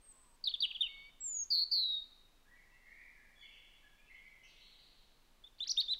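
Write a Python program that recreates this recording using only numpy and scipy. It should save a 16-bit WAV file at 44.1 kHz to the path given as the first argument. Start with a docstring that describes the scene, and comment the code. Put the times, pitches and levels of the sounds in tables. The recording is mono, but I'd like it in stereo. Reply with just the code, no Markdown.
"""A steady hiss comes first, with a thin whistle and a faint gull cry; then a songbird chirps close by.
This is a garden at dusk, heard by a small camera at a hedgehog's nest box. The near bird's whistles, chips, buzzes
and upslurs come from one whistling membrane and a tuned throat, echoed by fences and trees. A farther bird, made of
gliding tones and much echo, fills its pause. Gulls are falling tones; the camera adds hiss, hum and a low flutter."""
import sys
import numpy as np
from scipy import signal
from scipy.fft import rfft, irfft, next_fast_len
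from scipy.io import wavfile
from scipy.ndimage import map_coordinates

SR = 44100
rng = np.random.default_rng(int(sys.argv[2]) if len(sys.argv) > 2 else 0)


def wrap_up_sound(samples):
    """Save the sound to the file named by the first command line argument, as 16-bit audio."""
    columns = np.atleast_2d(samples).T
    # keep every value between -1 and 1, then stretch to whole-number steps
    tamed = np.clip(columns, -1, 1)
    steps = np.round(tamed * 32767).astype(np.int16)
    wavfile.write(sys.argv[1], SR, steps)


N = 264159
TIME = np.arange(N) / SR  # seconds


def near_bird():
    """One songbird's phrases, made of four kinds of note."""
    kinds = (whistle, WHISTLES), (chip, CHIPS), (buzz, BUZZES), (upslur, UPSLURS)
    return sum(note(*row) for note, rows in kinds for row in rows)


# In the near bird's tables, level_db is the strength before the throat, the echoes and the preamplifier,
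# and swell_db is the change in strength from start to end of the note.
# The near bird's short chips; quaver_hz is the size of the pitch steps:
# start_s, length_s, first_pitch_hz, last_pitch_hz, level_db, swell_db, quaver_hz
CHIPS = [(0.442, 0.0027, 4620, 4850, -30, -5, 0), (0.456, 0.0077, 4150, 4430, -35.5, 2, -5),
         (0.474, 0.0094, 3795, 3460, -26.5, -1, 120), (0.495, 0.016, 4380, 4150, -36, -7.5, -7),
         (0.513, 0.0036, 3350, 3040, -42, -3, 1), (0.542, 0.0086, 3570, 3260, -25.5, -11.5, 2),
         (0.606, 0.0082, 4470, 4680, -30, -4, -4), (.625, 0.026, 3775, 2900, -24.5, -5.5, 130),
         (0.707, 0.0088, 3250, 2700, -44, 6, -3), (.751, .014, 3400, 2990, -40, 3.5, 0),
         (.810, 0.01, 3597, 3636, -24, 0, 0.5), (0.832, .036, 3095, 2707, -30, -13, 88),
         (5.939, 0.0013, 3930, 3780, -30.5, -7, 5)]
QUAVER_RATE_HZ, ARCH_HZ = 110, 70  # how often the pitch steps; how far it bows upward mid-chip


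def chip(start, length, first_hz, last_hz, db, swell_db, quaver_hz):
    """A short note, often falling, whose pitch may move in steps and ends in a steep drop."""
    t, u = clock(length)
    quaver = quaver_hz * np.cos(2 * np.pi * QUAVER_RATE_HZ * u * length)
    held = glide(u, first_hz, last_hz, -ARCH_HZ) + quaver
    gain = undb(db + swell_db * u)
    return sing(start, length, t, held, gain, attack_s=0.0033, release_s=0.013, scoop=28, drop=79,
                jitter=.014, shimmer_db=1.0, octave_db=-18)


# The near bird's trills; sag_hz is how far the pitch hangs below a straight glide, swing_hz the trill's reach:
# start_s, length_s, first_pitch_hz, last_pitch_hz, sag_hz, level_db, swell_db, trill_rate_hz, swing_hz, calming_s
BUZZES = [(.128, 0.23, 7990, 8020, -1.5, -61.5, -7.5, 182, 250, 2),
          (1.508, 0.13, 4782, 4350, 313, -23.5, -3.5, 168, 250, 0.26),
          (1.718, .299, 4695, 3746, 250.5, -23.5, -15, 181.9, 250, 0.16)]
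TRILL_BUILD_S, TRILL_CHOKE, CHOKE_LAG_RAD = .02, 0.85, .12
TRILL_SCATTER, BUZZ_JITTER = .05, .0065  # unsteadiness of trill rate and of pitch (shares)


def buzz(start, length, first_hz, last_hz, sag_hz, db, swell_db, trill_hz, swing_hz, calm_s,
         hurry=.75, shy=0.36):
    """A note whose glide is hurried early, with a trill that swings its pitch and chokes it, builds up, then calms."""
    t, u = clock(length)
    depth = np.exp(-(u * length / calm_s) ** 2)
    built = 1 - np.exp(-u * length / TRILL_BUILD_S)
    trill = turn(trill_hz * (1 + TRILL_SCATTER * waver(t, 90)))
    swing = swing_hz * depth * (1 - shy * (1 - built)) * np.cos(trill)
    held = glide(u ** hurry, first_hz, last_hz, sag_hz) + swing
    # the sound is weakest near the bottom of each pitch swing
    choke = np.clip(TRILL_CHOKE * depth * built, 0, 1)
    closing = ((1 - np.cos(trill + CHOKE_LAG_RAD)) / 2) ** 2
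    gain = undb(db + swell_db * u - BLOOM_DB * bloom(t)) * (1 - choke * closing)
    return sing(start, length, t, held, gain, attack_s=0.0054, release_s=0.0046, scoop=3, drop=12,
                jitter=BUZZ_JITTER, shimmer_db=0.87, octave_db=-21)


# The near bird's climbing notes; climb_s is the middle of the climb, counted from the note's start:
# start_s, length_s, shelf_pitch_hz, top_pitch_hz, climb_s, level_db, swell_db, lead_in_s, octave_before_throat_db
UPSLURS = [(5.607, .029, 3537, 4070, .020, -34.5, -1, 0.024, -5.5),
           (5.695, 0.016, 3900, 6000, 0.0047, -29.5, -2, 0.041, -9.5),
           (5.777, .031, 3654, 4876, 0.027, -23.5, -5.5, 0.015, -12),
           (5.884, 0.048, 3550, 4020, .019, -36, 7.5, 0.0062, -7.5)]
CLIMB_S = .0065  # time scale of the climb off the shelf


def upslur(start, length, shelf_hz, top_hz, climb_at, db, swell_db, lead_s, octave_db):
    """A note that scoops onto a shelf, climbs and snaps down; in a long scoop its octave sweeps the throat first."""
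    t, u = clock(length)
    climbed = (1 + np.tanh((u * length - climb_at) / CLIMB_S)) / 2
    held = glide(climbed, shelf_hz, top_hz)
    return sing(start, length, t, held, undb(db + swell_db * u), attack_s=lead_s, release_s=0.023,
                scoop=43, drop=82, jitter=0.0065, shimmer_db=1.5, octave_db=octave_db, reject_db=29)


# The near bird's thin whistles; sag_hz is how far the pitch hangs below a straight glide:
# start_s, length_s, first_pitch_hz, last_pitch_hz, sag_hz, level_db, swell_db, octave_before_throat_db
WHISTLES = [(0.011, 0.11, 8680, 8070, -5, -68, 13.5, -27), (0.883, 0.21, 2248, 2284, 52, -54, -3, 11.5),
            (1.207, 0.23, 7914, 6510, 219.5, -41, 4, -36.5), (5.44, 0.035, 3570, 3690, 70, -50, -6, -31)]


def whistle(start, length, first_hz, last_hz, sag_hz, db, swell_db, octave_db, flat_start=.035):
    """A thin, mostly long tone that starts a little flat and soft, then opens out."""
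    t, u = clock(length)
    held = glide(u, first_hz, last_hz, sag_hz) * (1 - flat_start * bloom(t))
    gain = undb(db + swell_db * u - BLOOM_DB * bloom(t))
    return sing(start, length, t, held, gain, attack_s=0.0029, release_s=0.01, scoop=18, drop=92,
                jitter=0.0036, shimmer_db=2.0, octave_db=octave_db)


SLACKEN_S = .003  # the membrane eases into the drop that ends a note


def sing(start, length, t, held, gain, attack_s, release_s, scoop, drop, jitter, shimmer_db, octave_db,
         reject_db=26, rasp=.5):
    """A whistling membrane scoops up to the held pitch and drops off it (octaves per s), rasping while slack."""
    before, after = np.maximum(-t, 0), np.maximum(t - length, 0)
    slack = scoop * before + drop * (np.hypot(after, SLACKEN_S) - SLACKEN_S)  # octaves below held pitch
    hz = held * 2 ** -slack * (1 + jitter * waver(t, 350))
    gate = np.cos(np.pi / 2 * np.minimum(before / attack_s + after / release_s, 1))
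    shimmer = undb(shimmer_db * waver(t, 120))
    unrest = shimmer * (1 + rasp * np.tanh(10 * slack) * waver(t, 900))
    phase = turn(hz)
    tone = throat(hz, held, reject_db) * np.sin(phase)
    octave = undb(octave_db) * throat(2 * hz, held, reject_db) * np.sin(2 * phase)
    voice = (tone + octave) * gate * gain * unrest
    at = round((start + t[0]) * SR) + np.arange(len(t))
    inside = (at >= 0) & (at < N)
    note = np.zeros(N)
    note[at[inside]] = voice[inside]
    return note


THROAT_DB_PER_OCTAVE = 71  # fall-off outside a note's own range


def throat(hz, held, reject_db):
    """A throat tuned to a note's held pitches damps what lies above or below, up to a limit."""
    outside = abs(np.log2(hz / np.clip(hz, held.min(), held.max())))
    return undb(-np.minimum(THROAT_DB_PER_OCTAVE * outside, reject_db))


BLOOM_DB, BLOOM_S = 7, .012  # whistles and buzzes start this much softer and open out


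def bloom(t):
    """How far a note still is from full voice: 1 at its start, soon near 0."""
    return np.exp(-np.maximum(t, 0) / BLOOM_S)


# Single reflections from the box front, ground and fences: delay_s, level_db
NEAR_ECHOES = [(.0023, -27.5), (.0058, -18), (.0135, -22), (.028, -22), (.052, -22.5)]


def garden(x, early_db=-19, early_t60=0.11, early_build_s=.012, late_db=-19, late_t60=0.86):
    """Direct sound, a few hard reflections, scatter from nearby shrubs and a long faint ring of trees and houses."""
    response = undb(early_db) * tail(early_t60, early_build_s) + undb(late_db) * tail(late_t60, 0.016)
    response[0] += 1
    for delay, db in NEAR_ECHOES:
        response[int(delay * SR)] += undb(db)
    return echoed(x, response)


# The far bird's notes, with level before the swell and echo mix; warble_hz is the reach of the pitch wobble:
# start_s, length_s, first_pitch_hz, last_pitch_hz, level_db, warble_hz
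FAR_SONG = [(2.45, 0.062, 1550, 2040, -71, 13), (2.508, 0.069, 1907, 1976, -62, 29),
            (2.551, 0.065, 2340, 2030, -69, 37), (2.702, 0.032, 2570, 2820, -70.5, 63),
            (2.715, 0.064, 2110, 2030, -67, 73), (2.849, 0.094, 1956, 2110, -61.5, 203),
            (2.925, 0.11, 2092, 2147, -57, 270), (3.139, 0.077, 1796, 1685, -68.5, 70),
            (3.355, 0.093, 3375, 3444, -62, 28), (3.39, 0.055, 4730, 4164, -74, 106),
            (3.41, 0.056, 3325, 2797, -60, 190), (3.423, 0.013, 2217, 2160, -48.5, 105),
            (3.507, 0.045, 2610, 3156, -59.5, 150), (3.822, 0.046, 1723, 1657, -68.5, 43),
            (3.971, .12, 2350, 2727, -68.5, 21), (4.094, 0.04, 2025, 2170, -55, 95),
            (4.153, 0.119, 2180, 2281, -63.5, 22), (4.135, 0.04, 2735, 3550, -66, 120),
            (4.431, 0.026, 6440, 5230, -64.5, 570), (4.428, 0.03, 2600, 3080, -58.5, 290),
            (4.467, 0.052, 4560, 3460, -62.5, 450), (4.532, 0.13, 2990, 3937, -66.5, 560),
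            (4.601, 0.1, 4063, 4140, -63, 270), (4.721, 0.089, 3090, 3620, -69.5, 410),
            (4.773, 0.099, 4500, 3930, -67.5, 350)]


def far_bird(direct_db=-8, early_db=-2, wet_db=0, t60=1.84, swell_db=2, octave_db=-24):
    """Fluty notes with a faint octave and a closing twitter, wavering in strength and arriving mostly as echo."""
    song = sum(slide(*note, octave_db=octave_db) for note in FAR_SONG)
    song = song * undb(swell_db * walk(24.963))
    response = undb(early_db) * tail(0.46, 0.0041) + undb(wet_db) * tail(t60, 0.032)
    return undb(direct_db) * song + echoed(song, response)


# Gull cries, each falling, with level before the echo mix:
# start_s, length_s, first_pitch_hz, last_pitch_hz, level_db
GULLS = [(0.117, 0.22, 1110, 915, -76.5), (.19, 0.09, 1270, 1087, -80), (0.501, 0.14, 1260, 1030, -81.5),
         (0.877, 0.13, 1260, 1040, -79), (2.052, 0.094, 1310, 1150, -83), (2.391, .12, 1170, 992, -84),
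         (2.65, 0.091, 1050, 960, -82), (2.971, 0.12, 1100, 910, -81.5)]


def gulls(direct_db=-2, wet_db=-4):
    """Falling cries from very far off, each a gliding tone with a faint octave, blurred by echo."""
    cries = sum(slide(*cry) for cry in GULLS)
    return undb(direct_db) * cries + undb(wet_db) * echoed(cries, tail(0.48, 0.049))


# Tone colour of the hiss, before its overall level is set: pitch_hz, relative_level_db
HISS = [(60, 0), (200, -2), (500, -5.5), (1050, -6), (1500, -9), (3500, -11), (7000, -17), (10000, -19.5),
        (15500, -21.5)]
# Steady hum tones: pitch_hz, peak_level_db
HUM = [(125, -99), (150, -98.5), (250, -88)]
# Tones of the low electrical flutter: pitch_hz, peak_level_db
FLUTTER = [(10.4, -78), (11.4, -77), (20.8, -66), (30, -77), (32.2, -78), (41.6, -79), (50.5, -86),
           (62.4, -91)]


def camera_noise(hiss_db=-72.5, flutter_wander=0.07, rumble_db=-81):
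    """Steady amplifier hiss, hum, low rumble, and an electrical throb whose tones share one small phase wander."""
    size = next_fast_len(N, real=True)
    f = np.maximum(np.arange(size // 2 + 1) * SR / size, 1)
    hz, db = np.transpose(HISS)
    colour = undb(np.interp(np.log(f), np.log(hz), db))
    hiss = irfft(rfft(rng.standard_normal(size)) * colour, size)[:N]
    wander = flutter_wander * walk(6)  # radians
    hum = sum(undb(db) * np.sin(2 * np.pi * (hz * TIME + rng.random())) for hz, db in HUM)
    flutter = sum(undb(db) * np.cos(2 * np.pi * hz * TIME + wander) for hz, db in FLUTTER)
    low_band = signal.butter(2, [12, 36], "band", fs=SR, output="sos")
    rumble = signal.sosfilt(low_band, rng.standard_normal(N))
    hiss = undb(hiss_db) * hiss / hiss.std()
    return hiss + hum - flutter + undb(rumble_db) * rumble / rumble.std()


def slide(start, length, first_hz, last_hz, db, warble_hz=0, warble_rate=65, octave_db=-30):
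    """One gliding, warbling note with soft ends; chance varies its warble rate."""
    end = start + length
    span = np.flatnonzero((TIME >= start) & (TIME <= end))
    t = TIME[span]
    hz = np.interp(t, [start, end], [first_hz, last_hz])
    hz = hz + warble_hz * np.sin(2 * np.pi * (warble_rate * rng.uniform(0.87, 1.3) * t + rng.random()))
    phase = turn(hz)
    tone = np.sin(phase) + undb(octave_db) * np.sin(2 * phase)
    note = np.zeros(N)
    note[span] = undb(db) * fade(len(span), 0.0068) * tone
    return note


def tail(t60, build_s):
    """Scatter from leaves and walls: a dense echo of unit energy that builds up, then dies away, treble first."""
    t = TIME[:SR + SR // 2]
    noise = rng.standard_normal(len(t))
    low = signal.sosfiltfilt(signal.butter(2, 4500, fs=SR, output="sos"), noise)
    decay = np.exp(-np.log(1000) * t / t60)  # the lows fall 60 dB in t60 seconds
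    echo = (1 - np.exp(-t / build_s)) * (low * decay + (noise - low) * decay ** 2.0)
    return echo / np.sqrt(np.sum(echo ** 2))


def echoed(x, response):
    """A sound as it arrives through an echo pattern."""
    return signal.fftconvolve(x, response)[:N]


def clock(length, margin_s=.045):
    """Time since a note's start, with a margin on both sides, and the share of the note that has passed."""
    t = np.arange(-margin_s * SR, (length + margin_s) * SR) / SR
    return t, np.clip(t / length, 0, 1)


def glide(u, first_hz, last_hz, sag_hz=0):
    """Pitch that runs from first to last, hanging below the straight line (above it if sag is negative)."""
    return first_hz + (last_hz - first_hz) * u - sag_hz * 4 * u * (1 - u)


def turn(hz):
    """Phase of an oscillator that follows a pitch curve."""
    return 2 * np.pi * np.cumsum(hz) / SR


def waver(t, rate):
    """Smooth chance over one note, spread near 1, changing about rate times a second."""
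    return map_coordinates(rng.standard_normal(1024), [(t - t[0]) * rate], order=2, mode="wrap")


def walk(rate):
    """Smooth chance over the whole scene, spread near 1, changing about rate times a second."""
    knots = rng.standard_normal(16384)
    return map_coordinates(knots, [TIME * rate], order=2, mode="wrap")


def fade(count, edge_s):
    """A gate with soft ends."""
    return signal.windows.tukey(count, min(1, 2 * edge_s * SR / max(count, 1)))


def undb(db):
    """Decibels to gain."""
    return 10 ** (np.asarray(db) / 20)


def scene():
    """Near bird, far bird, gulls and camera noise; one microphone feeds both channels."""
    sound = garden(near_bird()) + far_bird() + gulls() + camera_noise()
    return np.array([sound, sound])


TOP_HZ = 15700  # the sound is cut above this


def record(dry, ceiling_db=-20.5):
    """The small preamplifier rounds the loudest chirps, which adds a third harmonic; the top is cut."""
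    ceiling = undb(ceiling_db)
    rounded = ceiling * np.tanh(dry / ceiling)
    top_cut = signal.ellip(10, .2, 70, TOP_HZ, fs=SR, output="sos")
    return signal.sosfilt(top_cut, rounded)


dry = scene()
out = record(dry)
wrap_up_sound(out)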